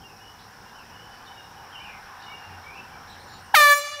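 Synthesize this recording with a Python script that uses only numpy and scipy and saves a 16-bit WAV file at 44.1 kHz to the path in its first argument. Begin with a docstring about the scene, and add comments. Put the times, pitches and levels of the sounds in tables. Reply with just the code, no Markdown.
"""Far traffic, low rumble, an idling engine, insects, hiss and a thin whine underlie the scene: shaped noise and sines.
Distant birds whistle and chirp over them: gliding sines with a diffuse return.
At 3.54 s a handheld air horn on open grass gives one short blast: a harmonic series and gas hiss.
Tree lines throw it back: delayed copies and a decaying noise tail.
A mono gain control ducks under the blast and recovers slowly."""
import sys
import numpy as np
from scipy import signal
from scipy.fft import rfft, irfft, next_fast_len
from scipy.io import wavfile
from scipy.ndimage import uniform_filter1d, minimum_filter1d, map_coordinates

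SR = 44100
rng = np.random.default_rng(int(sys.argv[2]) if len(sys.argv) > 2 else 0)


def materialize(psi):
    """Save the field psi as 16-bit PCM at rate SR to the path in sys.argv[1].

    A 1-D psi becomes a single channel; in a 2-D psi each row is a channel.
    """
    bounded = np.clip(np.atleast_2d(psi).T, -1, 1)
    quanta = np.round(bounded * 32767).astype(np.int16)
    wavfile.write(sys.argv[1], SR, quanta)


def linear_from_db(decibels):
    """Turn decibels (scalar or array-like) into linear amplitude factors; 0 gives 1."""
    return 10 ** (np.asarray(decibels, float) / 20)


N = 176400
T = np.arange(N) / SR


def unit(x):
    """Normalization: scales the signal to rms 1."""
    return x / np.sqrt(np.mean(x ** 2) + 1e-20)


def along(points, hz):
    """Interpolates (f/Hz, value) points on a logarithmic frequency axis."""
    f, v = np.transpose(points)
    return np.interp(np.log(hz + 1), np.log(f + 1), v)


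def curves(rows):
    """Linear interpolation in time: one value per sample for each column after t/s."""
    s, *columns = np.transpose(rows)
    return [np.interp(T, s, column) for column in columns]


def wobble(rate):
    """Band-limited random modulation: a smooth curve through `rate` normal deviates a second."""
    return map_coordinates(rng.standard_normal(N // 40), [T * rate])


def rise(s, width):
    """Smooth onset: a hyperbolic tangent from 0 to 1, centred on s."""
    return .5 + .5 * np.tanh((T - s) / width)


def coloured(x, spectrum):
    """Linear filtering: multiplies the spectrum of x by an (f/Hz, level/dB) curve."""
    m = next_fast_len(len(x) + 8192)
    gain = linear_from_db(along(spectrum, np.fft.rfftfreq(m, 1 / SR)))
    return irfft(rfft(x, m) * gain, m)[:len(x)]


def rush(spectrum, patchy_db):
    """Turbulence-like noise of rms 1, with random gain in patches of time and frequency."""
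    z = signal.stft(rng.standard_normal(N), nperseg=512)[2]
    field = uniform_filter1d(rng.standard_normal(z.shape), size=5, axis=0)
    field = uniform_filter1d(field, size=10, axis=1)
    noise = signal.istft(z * linear_from_db(patchy_db * unit(field)), nperseg=512)[1][:N]
    return unit(coloured(noise, spectrum))


def scattered(x, t60s):
    """Diffuse reverberation: convolution with noise of unit energy, each frequency dying at its own t60."""
    hz, t, z = signal.stft(rng.standard_normal(SR), SR, nperseg=256)
    decay = linear_from_db(-60 * t / along(t60s, hz)[:, None])
    tail = signal.istft(z * decay, SR, nperseg=256)[1]
    return signal.fftconvolve(x, tail / np.linalg.norm(tail))[:N]


def ringing(spectrum):
    """Minimum phase: the phase/rad of the causal filter with this curve, by the folded cepstrum."""
    hz = np.fft.rfftfreq(4096, 1 / SR)
    cepstrum = irfft(np.log(linear_from_db(along(spectrum, hz))))
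    cepstrum[1:2048] *= 2
    cepstrum[2049:] = 0
    return hz, rfft(cepstrum).imag


# level of the far road before trim and flutter: t/s, level/dB
ROAD_LEVEL = [(0.0, -51.5), (0.25, -49), (0.45, -49.5), (0.49, -47.5), (1.3, -46.5), (1.52, -47.5),
              (1.53, -46.5), (1.72, -45), (2.35, -43.5), (3.5, -46.5)]
# relative spectrum of the far road: f/Hz, level/dB (per Hz)
ROAD_COLOUR = [(290, -62), (500, -12), (637, -14), (781, 3), (897, -1), (994, 0.5), (1130, -4),
               (1330, -5.5), (1510, -2.5), (1750, -5), (1990, -13), (2840, -15.5), (4600, -24.5),
               (5980, -40), (10100, -120)]


def far_road():
    """Many incoherent distant sources sum to noise, here of slowly varying level."""
    trim_db = -0.55
    level_db = curves(ROAD_LEVEL)[0] + trim_db + 0.21 * wobble(22.03)
    return linear_from_db(level_db) * rush(ROAD_COLOUR, patchy_db=1.57)


# level of the rumble before trim and flutter: t/s, level/dB
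RUMBLE_LEVEL = [(0.0, -57.5), (0.2, -58.5), (1.72, -57.5), (2.16, -59.5), (2.84, -55), (2.85, -56.5),
                (3.5, -55)]
# relative spectrum of the rumble: f/Hz, level/dB (per Hz)
RUMBLE_COLOUR = [(12, -48), (20, -3), (59, -5), (92, -1.5), (155, -4), (228, -5), (278, -10), (478, -8.5),
                 (600, -13), (780, -13.5), (1320, -120)]


def low_rumble():
    """Low-pass noise: energy concentrated at the lowest frequencies."""
    trim_db = 3.5
    level_db = curves(RUMBLE_LEVEL)[0] + trim_db + 0.29 * wobble(3.76)
    return linear_from_db(level_db) * rush(RUMBLE_COLOUR, patchy_db=1.7)


# tone of the idling engine before its random wander: t/s, f/Hz, level/dB
ENGINE = [(0, 111.3, -56.5), (.45, 103.6, -65), (.7, 95, -80), (2.2, 87.7, -64), (2.5, 88.3, -56),
          (3.3, 87, -58), (4, 89.4, -60.5)]


def idling_engine():
    """Frequency and amplitude modulation: one low sine whose pitch and level wander."""
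    hz, db = curves(ENGINE)
    level_db = db + 3.8 * wobble(7.86)
    phase = 2 * np.pi * np.cumsum(hz + 3 * wobble(9)) / SR
    return linear_from_db(level_db) * np.sin(phase)


# relative spectrum of the insects: f/Hz, level/dB
INSECTS = [(2650, -24), (4500, -8.5), (4830, -5.5), (5210, 4), (5500, 5), (5750, 2), (6500, -21),
           (8450, -48), (14300, -120)]


def insect_band():
    """Superposition of many callers, heard as one narrow band of noise."""
    return linear_from_db(-57) * rush(INSECTS, patchy_db=.4)


# relative spectrum of the treble hiss: f/Hz, level/dB
HISS = [(3710, -20), (6300, -3), (7560, -5), (15100, -5.5), (15700, -12)]


def treble_hiss():
    """Stationary high-frequency noise, a faint floor."""
    return linear_from_db(-63) * rush(HISS, patchy_db=0.3)


def thin_whine():
    """Frequency modulation: a faint sine of constant level, wavering slightly about 14550 Hz."""
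    hz = 14550 + 25 * wobble(60)
    return linear_from_db(-81) * np.sin(2 * np.pi * np.cumsum(hz) / SR)


def background():
    """Superposition: the pressures of all the background sources add."""
    return far_road() + idling_engine() + low_rumble() + insect_band() + thin_whine() + treble_hiss()


# whistled notes before warble: start t/s, length t/s, start f/Hz, end f/Hz, level/dB
NOTES = [(0.013, 0.014, 2960, 3240, -55), (.03, .04, 2830, 2820, -53), (.075, .035, 2860, 2450, -56),
         (.178, .022, 2450, 2600, -59), (.195, .135, 2900, 2980, -52), (.65, .06, 2830, 2800, -60),
         (.705, .018, 3750, 3450, -60), (.74, .04, 3000, 3020, -56), (.775, .05, 3020, 2400, -52),
         (.905, .165, 2880, 3030, -53), (.885, .025, 2450, 2750, -60), (1.1, .06, 3000, 2990, -59),
         (1.184, 0.046, 3000, 3040, -62), (1.27, .07, 3000, 3010, -50.5), (1.265, .17, 3740, 3740, -58.5),
         (1.255, 0.032, 3800, 3510, -56), (1.36, .07, 2870, 2850, -52), (1.31, .04, 2290, 2270, -57),
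         (1.56, .06, 2960, 2930, -53), (1.7, .02, 2930, 2920, -55), (1.724, .045, 3250, 2720, -42),
         (1.75, .06, 3060, 2980, -47), (1.789, .05, 2230, 2600, -45), (1.82, .06, 3080, 2650, -46),
         (1.852, .055, 2570, 2300, -43), (1.89, .045, 2480, 2240, -48), (1.92, .07, 2120, 2100, -55),
         (2.21, .09, 2970, 2880, -48), (2.31, .085, 2860, 2790, -49), (2.278, .045, 2280, 2270, -48),
         (2.52, .035, 2830, 2760, -54), (2.41, .07, 2800, 2840, -56), (2.21, .13, 3620, 3750, -59),
         (2.635, 0.075, 2268, 2320, -45), (2.698, 0.036, 2318, 2497, -41.5), (2.75, .04, 2640, 2650, -44.5),
         (2.77, .035, 2850, 2980, -51), (2.873, 0.092, 2350, 2310, -55), (3.398, 0.19, 2860, 2970, -60),
         (3.27, .11, 7120, 7020, -65)]
# chirps that sweep up and fall back, before rasp and warble: start t/s, length t/s, foot f/Hz, top f/Hz, level/dB
CHIRPS = [(.388, .04, 3100, 4500, -55), (1.117, 0.034, 4000, 4800, -62), (1.15, .04, 4100, 4800, -60),
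          (1.244, 0.03, 3450, 4570, -57), (2.2, 0.041, 3400, 4600, -52.5), (2.622, .03, 3050, 3800, -60),
          (3.068, .035, 3470, 4200, -56), (3.089, .05, 3300, 4350, -51.5), (3.187, .035, 3600, 4440, -53),
          (3.275, .04, 3700, 4450, -54), (3.3, .06, 3700, 4460, -52.5), (3.085, .05, 6800, 8600, -66),
          (3.182, .068, 8100, 9300, -67), (3.39, .1, 8000, 9200, -67)]
# decay of the birds' echoes: f/Hz, t60/s
GROVE = [(2000, .42), (8000, .4)]
GROVE_DB = 1  # level of the birds' echoes
WARBLE_HZ, WARBLE_DB, WARBLES_PER_S = 30, 3, 130
RASP_HZ, RASPS_PER_S = 200, 600  # fast pitch scatter that makes the chirps breathy


def birds():
    """Gliding sines: warbling whistles and breathy chirps, half lost in their own diffuse return."""
    song = np.zeros(N)
    warble_hz = WARBLE_HZ * wobble(WARBLES_PER_S)
    warble_db = WARBLE_DB * wobble(WARBLES_PER_S)
    rasp_hz = RASP_HZ * wobble(RASPS_PER_S)
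    calls = [(*row, False) for row in NOTES] + [(*row, True) for row in CHIRPS]
    for s, length, hz, to_hz, db, arched in calls:
        at, u = round(s * SR), np.linspace(0, 1, round(length * SR))
        span = slice(at, at + len(u))
        path = 1 - np.abs(2 * u - 1) ** 1.1 if arched else u
        scatter = rasp_hz if arched else warble_hz
        glide = hz + (to_hz - hz) * path + scatter[span]
        swell = np.abs(np.sin(np.pi * u)) ** 0.38
        song[span] += linear_from_db(db) * swell * np.sin(2 * np.pi * np.cumsum(glide) / SR)
    song = song * linear_from_db(warble_db)
    return song + linear_from_db(GROVE_DB) * scattered(song, GROVE)


START_S, ATTACK_S = 3.5385, .0036

# relative spectrum of the gas hiss: f/Hz, level/dB (per Hz)
GAS = [(150, -3.5), (500, -15.5), (1000, -2), (2000, 0), (4500, 1.5), (9000, -20), (15500, -1)]
GAS_DB, GAS_BURST_DB, GAS_BURST_S = -24, 14.5, 0.054  # before the horn's level; burst decays to 1/e in dB


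def gas_hiss():
    """Jet noise: escaping gas, strongest in the opening burst and then settling."""
    since = np.maximum(T - START_S, 0)
    level_db = GAS_DB + GAS_BURST_DB * np.exp(-since / GAS_BURST_S)
    return linear_from_db(level_db) * rise(START_S + 2 * ATTACK_S, ATTACK_S) * rush(GAS, patchy_db=3.0)


# pitch of the diaphragm before jitter, which starts high and sinks onto the pipe: t/s, f/Hz
PITCH = [(3.54, 880), (3.545, 846), (3.55, 755), (3.556, 684), (3.563, 638), (3.572, 610), (3.582, 598),
         (3.593, 593), (3.599, 612), (3.604, 592), (3.64, 583), (3.7, 578.8), (3.75, 580)]
# colour of the sound straight from the bell, before the horn's level: f/Hz, level/dB
BELL = [(580, -8), (602, -14.5), (655, -27), (750, -15), (850, -3.5), (1160, 0), (1250, -2), (1420, -9),
        (1600, -5.5), (1740, 1.5), (1900, -9), (2200, -0.5), (2320, -7), (2900, -18), (3500, -12),
        (4100, -13.5), (4650, -17.5), (5200, -27), (5800, -22), (6400, -24.5), (7000, -24.5), (7600, -31),
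        (10500, -26), (15500, -31)]
JITTER_HZ, START_JITTER_HZ, STEADIES_S = .5, 4, .03
FLUTTER_DB = .14  # for the fundamental, growing with harmonic number
BLOOM_S = .003  # lag of the second harmonic's start; the rest start up to 2.6 times this late
FLARE_LAG = 3.5  # radians: the flare delays each partial by this over its angular frequency


def diaphragm_buzz():
    """Harmonic series: a periodic diaphragm drives the bell, which filters each partial and disperses it."""
    since = np.maximum(T - START_S, 0)
    jitter = JITTER_HZ * wobble(90)
    start_jitter = START_JITTER_HZ * np.exp(-since / STEADIES_S) * wobble(700)
    hz = curves(PITCH)[0] + jitter + start_jitter
    turn = 2 * np.pi * np.cumsum(hz) / SR
    bell_phase = ringing([(150, -37)] + BELL)
    buzz = np.zeros(N)
    for k in range(1, 28):
        level_db = along(BELL, k * hz) + FLUTTER_DB * k ** 1.19 * wobble(60)
        phase = k * turn + np.interp(k * hz, *bell_phase) - FLARE_LAG * np.log(k)
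        onset = rise(START_S + ATTACK_S + BLOOM_S * min(k - 1, 2.6), ATTACK_S / 2)
        buzz += linear_from_db(level_db) * np.cos(phase) * onset
    return buzz


# single echoes: delay t/s, level/dB
ECHOES = [(.057, -15), (.08, -22), (.33, -24.5), (.38, -34.5)]
# loss on the way to the trees: f/Hz, level/dB (per s of delay)
AIR = [(500, -1), (4000, -38), (9000, -71), (15500, -79)]


def single_echoes(far):
    """Discrete reflection: delayed copies, duller with distance as air absorbs the treble."""
    echoes = np.zeros(N)
    for s, db in ECHOES:
        dulled = coloured(far, [(f, s * loss) for f, loss in AIR])
        echoes += linear_from_db(db) * np.pad(dulled, (round(s * SR), 0))[:N]
    return echoes


# decay of the scattered return: f/Hz, t60/s
TREES = [(500, 0.45), (2000, 1.67), (6000, 0.88), (9000, 0.63), (14000, 0.42)]


def trees_return(far):
    """Diffuse scattering: the trees return a dense decaying tail."""
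    return linear_from_db(-13.5) * scattered(far, TREES)


# colour of the returned sound against the bell: f/Hz, level/dB
RETURN = [(580, 7), (850, 0), (1200, -3), (1800, -6.5), (2900, 2.5), (3500, -2), (4600, 7), (5800, 13),
          (7000, 16.5), (11000, 11.5), (15500, 9)]
STOP_S, RELEASE_S, HORN_DB = 3.731, 0.02, -2
GAS_RETURN_DB = -10  # the hiss carries less far than the tone


def horn():
    """Direct and reflected sound: buzz and hiss from the bell, then single echoes and the trees' return."""
    shut = 1 - rise(STOP_S + RELEASE_S / 2, RELEASE_S / 2)
    buzz, gas = diaphragm_buzz(), gas_hiss()
    blast = linear_from_db(HORN_DB) * shut * (buzz + gas)
    far = coloured(linear_from_db(HORN_DB) * shut * (buzz + linear_from_db(GAS_RETURN_DB) * gas), RETURN)
    return blast + single_echoes(far) + trees_return(far)


def scene():
    """Superposition at one point: everything reaches one microphone, giving two equal channels."""
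    return np.tile(horn() + birds() + background(), (2, 1))


def band_limit(x):
    """A steep low-pass at the top of the band."""
    return signal.sosfilt(signal.butter(12, 15810, fs=SR, output="sos"), x)


# overall band limit of the sound, a gentle bass loss and a steep cut above 15.7 kHz: f/Hz, level/dB
BAND_LIMIT = [(20, -3), (60, 0), (15700, 0), (16000, -70)]
LIMIT_DB, GRAB_S = -12, 0.00042  # threshold of mean power, time constant of the gain
HOLD_S, LET_GO_DB_PER_S = .1, 28


def record(dry):
    """Dynamic range limiting: turns down quickly what exceeds the limit, holds, and lets go slowly."""
    # mean power of the latest 150 samples
    power = np.abs(uniform_filter1d(dry[0] ** 2, size=150, origin=74))
    level_db = 10 * np.log10(power + 1e-12)
    hold = round(HOLD_S * SR)
    # the deepest cut needed within the hold time just past
    need_db = minimum_filter1d(np.minimum(LIMIT_DB - level_db, 0), size=hold, origin=(hold - 1) // 2)
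    # recovery no faster than the let-go slope
    recovery_db = LET_GO_DB_PER_S * T
    rising_db = np.minimum.accumulate(need_db - recovery_db) + recovery_db
    pull = 1 / (GRAB_S * SR)
    gain_db = signal.lfilter([pull], [1, pull - 1], rising_db)
    mono = coloured(dry[0] * linear_from_db(gain_db), BAND_LIMIT)
    return band_limit(np.tile(mono, (2, 1)))


dry = scene()
out = record(dry)
materialize(out)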